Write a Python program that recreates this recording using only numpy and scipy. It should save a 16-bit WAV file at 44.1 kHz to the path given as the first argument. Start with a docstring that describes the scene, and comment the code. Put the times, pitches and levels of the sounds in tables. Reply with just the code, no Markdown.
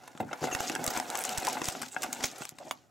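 """A plastic bag of toy bricks, close to the microphone, is pulled from a small cardboard box and
dropped on a wooden table; loose parts and a leaflet follow. The film buckles in dense crackles,
the box knocks and scrapes through its resonances, the bricks click, and short low thuds accompany
the loudest crackles. Last, a finger taps the emptied box. A small, quiet room answers briefly."""
import sys
import numpy as np
from scipy import signal
from scipy.fft import rfft, irfft
from scipy.io import wavfile
from scipy.ndimage import uniform_filter1d, map_coordinates

SR = 44100
rng = np.random.default_rng(int(sys.argv[2]) if len(sys.argv) > 2 else 0)


def to_wav(s):
    """Save 16-bit WAV."""
    ch = np.atleast_2d(s).T  # columns
    pcm = np.round(np.clip(ch, -1, 1) * 32767)  # PCM
    wavfile.write(sys.argv[1], SR, pcm.astype(np.int16))


N = 127890

# Knocks of box and contents. Each row: start in seconds, relative level in dB, pitch in Hz, decay in ms.
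BOX_KNOCKS = [(.0774, -45.5, 1050, 6.9), (.151, -44, 404, 3.3), (.2018, -26.5, 473, 7.8),
              (.208, -30, 230, 1.7), (.228, -34.5, 360, 8.3), (0.207, -33.5, 126, 35),
              (.312, -34.5, 700, 21), (.3305, -31.5, 940, 1.7), (.416, -32, 270, 7.6),
              (.429, -30.5, 500, 11), (.4405, -25.5, 405, 5.7), (.472, -30.5, 645, 6.7),
              (.481, -35, 795, 4.2), (.526, -32.5, 510, 5.5), (.605, -30.5, 940, 1.4), (.700, -31, 410, 5),
              (.792, -33.5, 350, 11), (.815, -39.5, 230, 5.9), (.972, -32.5, 405, 1.8),
              (.999, -31, 680, 3.3), (1.473, -33.5, 880, 18), (1.569, -31.5, 1020, 6.6),
              (1.6177, -36.5, 372, 5.5), (1.751, -37, 860, 1.7), (1.964, -38.5, 290, 3.3),
              (2.044, -32, 840, 5.7), (2.238, -34, 680, 6.1), (2.408, -40.5, 240, 0.59),
              (2.4199, -38.5, 900, 1.4), (2.521, -50.5, 202, 3.9)]
# Snaps of film, bricks and card.
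# Each row: start in seconds, relative level in dB, tilt in dB per octave, decay in ms.
SHARP_SNAPS = [(0.0778, -51, 2, 2), (0.1758, -47.5, -5.5, 3.3), (0.2038, -46.5, 4, 7),
               (0.331, -38.5, -6.5, 3.5), (.440, -34, -10.5, 5), (0.514, -39, -6.5, 3.1),
               (0.55, -28.5, -4.5, 1.6), (.605, -36, 4.5, 1.7), (0.6982, -31.5, -4, 1.1),
               (0.752, -30.5, -4.5, 1.3), (0.8419, -32, 2.5, 1.2), (0.8655, -29.5, 2.5, 0.24),
               (0.8778, -28.5, 0, 2.4), (0.9038, -32, 2, 3.6), (.950, -39, -8, 0.69),
               (0.963, -30, -6.5, 24), (0.975, -33, -0.5, 2), (1.000, -32, -2.5, 0.98),
               (1.102, -34, -1, 0.91), (1.1542, -30.5, -3, 1.4), (1.1748, -36, 10, 1.2),
               (1.19, -35.5, 9, 1.5), (1.208, -34.5, 9, 7.9), (1.2391, -34, 1, 0.54),
               (1.2516, -31, 1.5, 1.6), (1.293, -33.5, -2, 0.63), (1.376, -32.5, -0.5, 1.8),
               (1.3813, -33, 1.5, 0.9), (1.401, -43, 8, 0.8), (1.4497, -33, -1.5, 1.1),
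               (1.4699, -29.5, -4, 2.2), (1.4853, -32, -2, 3.7), (1.4994, -38, -2, 0.79),
               (1.5302, -36, 2, 1.2), (1.6177, -31, -7, 2), (1.642, -35, -3.5, 2.9), (1.655, -34, -1, 2.9),
               (1.684, -29.5, -2, 3), (1.7233, -40.5, -2, 4.3), (1.817, -31.5, -4, 12),
               (2.0212, -34, 0.5, 6), (2.0324, -29, -2.5, 4.3), (2.062, -39.5, -8.5, 2.3),
               (2.1284, -29.5, -0.5, 2.6), (2.207, -39, -9, 4.1), (2.228, -36, -4, 9.6),
               (2.2384, -24, -3, 5.4), (2.2553, -31, -1, 11), (2.3148, -47, 0, 2.5),
               (2.382, -45.5, -0.5, 5.7), (2.4199, -44, -4.5, 1.4), (2.4529, -38, -2, 1.6),
               (2.4923, -39.5, 0.5, 0.65), (2.5864, -44.5, -5, 1.7), (2.7107, -37.5, -0.5, 7.8)]
# Skids. Each row: start in seconds, length in seconds, level in dB, pitch in Hz, nominal width in Hz.
SKIDS = [(0.286, 0.021, -47, 1390, 250), (.511, 0.037, -41, 2700, 220), (.512, 0.04, -39, 6520, 400),
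         (0.524, 0.025, -47.5, 11600, 1600), (0.666, 0.028, -43, 6550, 400), (1.470, 0.018, -25, 862, 136),
         (1.914, 0.044, -47, 7350, 1100), (2.595, 0.043, -46.5, 680, 219), (2.648, 0.044, -48, 670, 240)]
# Single blows. Each row: start in seconds, level in dB.
LOW_THUDS = [(0.55, -33.5), (0.604, -35), (0.878, -31.5), (0.976, -39), (1.382, -31), (1.685, -30.5),
             (2.032, -44), (2.243, -33.5), (2.712, -50)]
BRICK_HITS = [(.7595, -30), (1.832, -37.5), (1.9640, -27), (2.036, -36)]  # on each other or the table
FINGER_TAPS = [(2.7106, -27.5)]
# Rubbing between the blows. Each row: time in seconds, relative level in dB.
FILM_LEVELS = [(0, -67.5), (.27, -66), (.40, -61), (.45, -44), (.50, -58.5), (.59, -48.5), (.67, -41.5),
               (.78, -53), (.96, -45), (1.03, -54), (1.14, -50), (1.22, -44.5), (1.36, -45.5), (1.55, -45),
               (1.59, -54), (1.68, -38.5), (1.73, -50), (1.79, -51.5), (1.84, -50.5), (1.90, -58.5),
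               (1.99, -57), (2.05, -49), (2.11, -60), (2.15, -46.5), (2.19, -55), (2.26, -43), (2.30, -52),
               (2.35, -57), (2.43, -51), (2.50, -61.5), (2.57, -69.5), (2.66, -57.5), (2.70, -60.5),
               (2.9, -83)]
SCRAPE_LEVELS = [(0, -56.5), (.13, -61.5), (.26, -57), (.38, -51), (.40, -48.5), (.45, -44), (.75, -42.5),
                 (.96, -39), (1.03, -47), (1.13, -39.5), (1.42, -40), (1.65, -44.5), (1.80, -51),
                 (1.91, -58.5), (2.07, -49), (2.22, -45.5), (2.31, -60), (2.42, -46.5), (2.48, -65.5),
                 (2.9, -70)]
PANEL_LEVELS = [(0, -64.5), (.18, -62.5), (.25, -51), (.33, -52), (.38, -63), (.46, -51), (.60, -49.5),
                (.82, -45.5), (1.25, -54.5), (1.63, -47.5), (1.73, -49), (1.83, -50), (1.91, -66),
                (2.05, -51.5), (2.24, -47), (2.34, -59.5), (2.48, -76), (2.66, -52), (2.9, -78)]
# Resonances of the box. Each row: frequency in Hz, width in Hz, gain in dB.
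BOX_MODES = [(144, 76, 0), (283.6, 62, 2), (458, 89, -7), (599, 93, -7), (759, 114, 0.5), (856, 32, -0.5),
             (1100, 160, -41), (1395, 120, -4), (1590, 120, -8.5), (2088, 77, -1), (2663, 110, -1.5),
             (3670, 390, -6.5)]
# Modes of a brick and the box's open flap. Each row: frequency in Hz, T60 in seconds, gain in dB.
BRICK_MODES = [(754, 0.084, -14), (904, 0.04, -8), (1428, 0.022, 1.5), (1630, 0.039, 2),
               (2160, 0.017, -0.5), (2672, 0.041, -3.5), (3300, 0.028, -9.5)]
FLAP_MODES = [(270, .05, -21.5), (636, .014, -4), (1090, .009, 2.5), (2240, 0.018, -4.5), (2850, .02, -8.5),
              (3450, 0.012, 0.5), (6670, 0.013, -0.5)]
# Tone of each source at the microphone. Each row: frequency in Hz, gain in dB.
SNAP_TONE = [(200, -13.5), (800, -4), (1500, 0), (2800, -2), (4400, -1.5), (5600, 5), (7600, 6),
             (9500, -0.5), (12500, -4), (16000, -10.5)]
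FILM_TONE = [(800, -13), (2500, 1), (3600, 2), (4600, 3), (5600, 5.5), (7600, 5.5), (9200, -9),
             (12500, -4.5), (16000, -20)]
SCRAPE_TONE = [(200, -26.5), (400, -5), (750, -1), (1100, -4), (1600, -3.5), (3500, -22), (8000, -0.5)]
PANEL_TONE = [(30, -28), (110, -8), (280, 3.5), (450, -1.5), (800, -4), (2500, -43.5)]
RATTLE_TONE = [(500, -16), (1300, 5), (2200, 7), (3400, 9), (6000, -6), (14000, -25)]
HUSH_TONE = [(25, -27), (130, 13), (300, -8), (800, -7), (2000, -17), (6000, -29), (16000, -29)]
# Stereo width. Each row: frequency in Hz, gain of the side filter in dB.
SIDE_TONE = [(60, -13), (130, -15), (280, -16), (600, -21), (1100, -8.5), (2500, -9), (5500, -26),
             (9000, -4), (16000, -6.5)]
# The small room's tail. Each row: band centre in Hz, T60 in seconds, level in dB.
ROOM_BANDS = [(135, 0.16, -11.5), (353, 0.1, -6), (900, 0.2, -10), (2470, 0.083, -12), (6100, 0.057, -13.5),
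              (13600, 0.07, -10)]

EVENT_SAMPLES = 4096
EVENT_TIME = np.arange(EVENT_SAMPLES) / SR


def undb(db):
    """Decibels to gain."""
    return 10 ** (np.asarray(db) / 20)


def unit(x):
    """Scale to rms 1."""
    return x / np.sqrt(np.mean(x ** 2) + 1e-20)


def freqs(x):
    """Frequency of each bin of a signal."""
    return np.maximum(np.fft.rfftfreq(len(x), 1 / SR), 1)


def colour(points, f):
    """Gain along straight lines through (Hz, dB) points."""
    hz, db = np.array(points).T
    return undb(np.interp(np.log(f), np.log(hz), db))


def band(f, hz, width):
    """Gain of a steep resonance."""
    return 1 / (1 + ((f - hz * hz / f) / width) ** 2 / 2)


def box(f):
    """Gain of the cardboard box's resonances."""
    powers = (undb(db) ** 2 / (1 + ((f - hz * hz / f) / width) ** 2) for hz, width, db in BOX_MODES)
    return np.sqrt(sum(powers))


def shape(x, gain):
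    """Causal filter with the given gain per bin."""
    cepstrum = irfft(np.log(gain + 1e-9), len(x))
    cepstrum[1:len(x) // 2] *= 2
    cepstrum[len(x) // 2 + 1:] = 0
    return irfft(rfft(x) * np.exp(rfft(cepstrum)), len(x))


def flatten(x):
    """Level out the broad humps of a short sound's spectrum."""
    power = uniform_filter1d(abs(rfft(x)) ** 2, size=120)
    return shape(x, 1 / np.sqrt(power + 1e-12))


def wander(hold_s):
    """Random values held briefly and slewed; rms 1."""
    hold = int(SR * hold_s)
    steps = np.repeat(rng.standard_normal(N // hold + 1), hold)
    return unit(uniform_filter1d(steps, hold)[:N])


def add_blow(out, start, blow, db, window_s=0.0048):
    """Mix a blow in; db is its rms level if all its energy fell within the window."""
    i = int(start * SR)
    gain = undb(db) * np.sqrt(window_s * SR / np.sum(blow ** 2))
    out[i:i + EVENT_SAMPLES] += gain * blow[:N - i]


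def slips(per_s, spread_db=2.5):
    """Random tiny slips, most weak and a few strong."""
    chance, size, sign = rng.random(N), rng.exponential(size=N), rng.choice([-1, 1], N)
    return (chance < per_s / SR) * sign * undb(spread_db * np.minimum(size, 4))


def rub(drive, body, levels, gain_db=1, flex_share=0.07):
    """Slips ring a body whose resonances drift as it bends in the hands, following a level curve."""
    times, level_db = np.array(levels).T
    position = np.cumsum(1 + flex_share * wander(hold_s=0.05))
    flexed = map_coordinates(shape(drive, body), [position], mode="mirror")
    return unit(flexed) * undb(np.interp(np.arange(N) / SR, times, level_db) + gain_db)


def room_hush(level_db=-67.5):
    """The quiet room's steady hush, behind the handling."""
    noise = rng.standard_normal(N)
    return unit(shape(noise, colour(HUSH_TONE, freqs(noise)))) * undb(level_db)


def creases(f):
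    """Facets of the film pop one by one, each size at its own pitch."""
    return sum(shape(slips(per_s=28, spread_db=3.5), band(f, hz, width=0.17 * hz)) / np.sqrt(hz)
               for hz in np.geomspace(2800, 14500, 10))


def rustle(surge_db=3, catch_db=1.5):
    """Film crinkles in little avalanches, bricks rattle inside, the bag rubs the card and its panels."""
    f = freqs(np.zeros(N))
    surge = undb(surge_db * wander(hold_s=0.008))
    catch = undb(catch_db * wander(hold_s=0.016))
    film = rub(slips(per_s=3400) * surge, colour(FILM_TONE, f), FILM_LEVELS)
    pops = rub(creases(f) * surge, colour(FILM_TONE, f), FILM_LEVELS, gain_db=-4.5)
    rattle = rub(slips(per_s=600), box(f) * colour(RATTLE_TONE, f), FILM_LEVELS, gain_db=-3.5)
    scrape = rub(slips(per_s=900) * catch, box(f) * colour(SCRAPE_TONE, f), SCRAPE_LEVELS)
    panels = rub(slips(per_s=400, spread_db=3), box(f) * colour(PANEL_TONE, f), PANEL_LEVELS)
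    return film + pops + rattle + scrape + panels


def box_knocks(gain_db=1.5, db_per_octave=8.5, width_octaves=0.47):
    """Each contact, a dying flurry of tiny slips, rings the box modes around its own pitch."""
    out, f = np.zeros(N), freqs(EVENT_TIME)
    for start, db, hz, decay_ms in BOX_KNOCKS:
        contact = flatten(rng.standard_normal(EVENT_SAMPLES) * np.exp(-EVENT_TIME * 1000 / decay_ms))
        focus = undb(-db_per_octave * np.hypot(np.log2(f / hz), width_octaves))
        add_blow(out, start, shape(contact, box(f) * focus), db + gain_db)
    return out


def snaps(gain_db=1, rise_ms=0.49, tick_spread_db=4, ripple_db=4.5):
    """Creases snap through and bricks click: bright bursts of uneven ticks, each with its own colour."""
    out, f = np.zeros(N), freqs(EVENT_TIME)
    lead_s = 256 / SR  # time for the rise before the peak
    ms = (EVENT_TIME - lead_s) * 1000
    ripple_hz = np.geomspace(800, 16000, 18)
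    for start, db, tilt_db, decay_ms in SHARP_SNAPS:
        envelope = np.exp(np.minimum(ms / rise_ms, -ms / decay_ms))
        envelope *= undb(tick_spread_db * wander(hold_s=0.001)[:EVENT_SAMPLES])
        ripple = list(zip(ripple_hz, ripple_db * rng.standard_normal(len(ripple_hz))))
        tilt = undb(tilt_db * np.log2(np.maximum(f, 1000) / 5000))
        ticks = flatten(rng.choice([-1, 1], EVENT_SAMPLES) * envelope)
        snap = shape(ticks, colour(SNAP_TONE, f) * colour(ripple, f) * tilt)
        add_blow(out, start - lead_s, snap, db + gain_db)
    return out


def skids(edge_s=0.0085, sag_share=0.063, stutter_db=2.5):
    """Stuttering stick-slip keeps one resonance ringing; the pitch sags as the skid slows."""
    out, t = np.zeros(N), EVENT_TIME
    for start, length, db, hz, width in SKIDS:
        gate = np.clip(np.minimum(t, length - t) / edge_s, 0, 1)
        friction = slips(per_s=2500, spread_db=1)[:EVENT_SAMPLES]
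        ring = signal.hilbert(shape(friction, band(freqs(t), hz, width)))
        shift_hz = hz * sag_share * (0.5 - t / length)
        sag = np.exp(2j * np.pi * np.cumsum(shift_hz) / SR)
        stutter = undb(stutter_db * wander(hold_s=0.0098)[:EVENT_SAMPLES])
        skid = (ring * sag).real * gate * stutter
        skid *= undb(db) * np.linalg.norm(gate) / np.linalg.norm(skid)
        i = int(start * SR)
        out[i:i + EVENT_SAMPLES] += skid[:N - i]
    return out


def low_thuds(hz=74.4, decay_ms=1.77, right_phase_rad=2.25):
    """Short low thuds at the microphone accompany the loudest crackles, out of step left and right."""
    out, t = np.zeros((2, N)), EVENT_TIME
    phase = 2 * np.pi * hz * t
    swell = t * np.exp(-t * 1000 / decay_ms)
    for start, db in LOW_THUDS:
        add_blow(out[0], start, np.sin(phase) * swell, db)
        add_blow(out[1], start, np.sin(phase + right_phase_rad) * swell, db)
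    return out


def clacks(blows, modes, contact_ms):
    """One short push rings the modes of a brick or the flap; a longer contact is duller."""
    out, t = np.zeros(N), EVENT_TIME
    ring = sum((-1) ** k * undb(db - 60 * t / t60) * np.sin(2 * np.pi * hz * t)
               for k, (hz, t60, db) in enumerate(modes))
    push = np.exp(-t * 1000 / contact_ms)
    clack = signal.fftconvolve(push, ring)[:EVENT_SAMPLES]
    for start, db in blows:
        add_blow(out, start, clack, db)
    return out


def stereo_spread(near, shift_s=0.0098):
    """Sounds reach the microphone from shifting places on bag and box, so left and right differ."""
    analytic = signal.hilbert(shape(near, colour(SIDE_TONE, freqs(near))))
    side = analytic.real * np.tanh(wander(shift_s)) + analytic.imag * np.tanh(wander(shift_s))
    return np.array([near + side, near - side])


def small_room(near, delay_s=0.004):
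    """The walls return a short diffuse tail with its own decay and level in each band."""
    t = np.arange(SR // 2) / SR
    noise, tail = rfft(rng.standard_normal(len(t))), 0
    log_centres = np.log([row[0] for row in ROOM_BANDS])
    for share, (_, t60, db) in zip(np.eye(len(ROOM_BANDS)), ROOM_BANDS):
        fall = undb(-60 * t / t60) * (t > delay_s)
        crossover = np.interp(np.log(freqs(t)), log_centres, share)
        tail = tail + irfft(noise * crossover, len(t)) * fall / np.linalg.norm(fall) * undb(db)
    return signal.fftconvolve(near, tail)[:N]


def scene():
    """Bag, box and bricks at the table, close up in stereo, with the small room behind."""
    near = box_knocks() + snaps()
    near += clacks(BRICK_HITS, BRICK_MODES, contact_ms=0.33)
    near += clacks(FINGER_TAPS, FLAP_MODES, contact_ms=0.072)
    near += skids() + rustle()
    direct = stereo_spread(near) + low_thuds()
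    ambience = np.array([small_room(near) + room_hush() for _ in range(2)])
    return direct + ambience


def record(dry):
    """The recorder cuts the top steeply above 15.9 kHz."""
    return signal.sosfilt(signal.ellip(10, .2, 70, 15900, fs=SR, output="sos"), dry)


dry = scene()
out = record(dry)
to_wav(out)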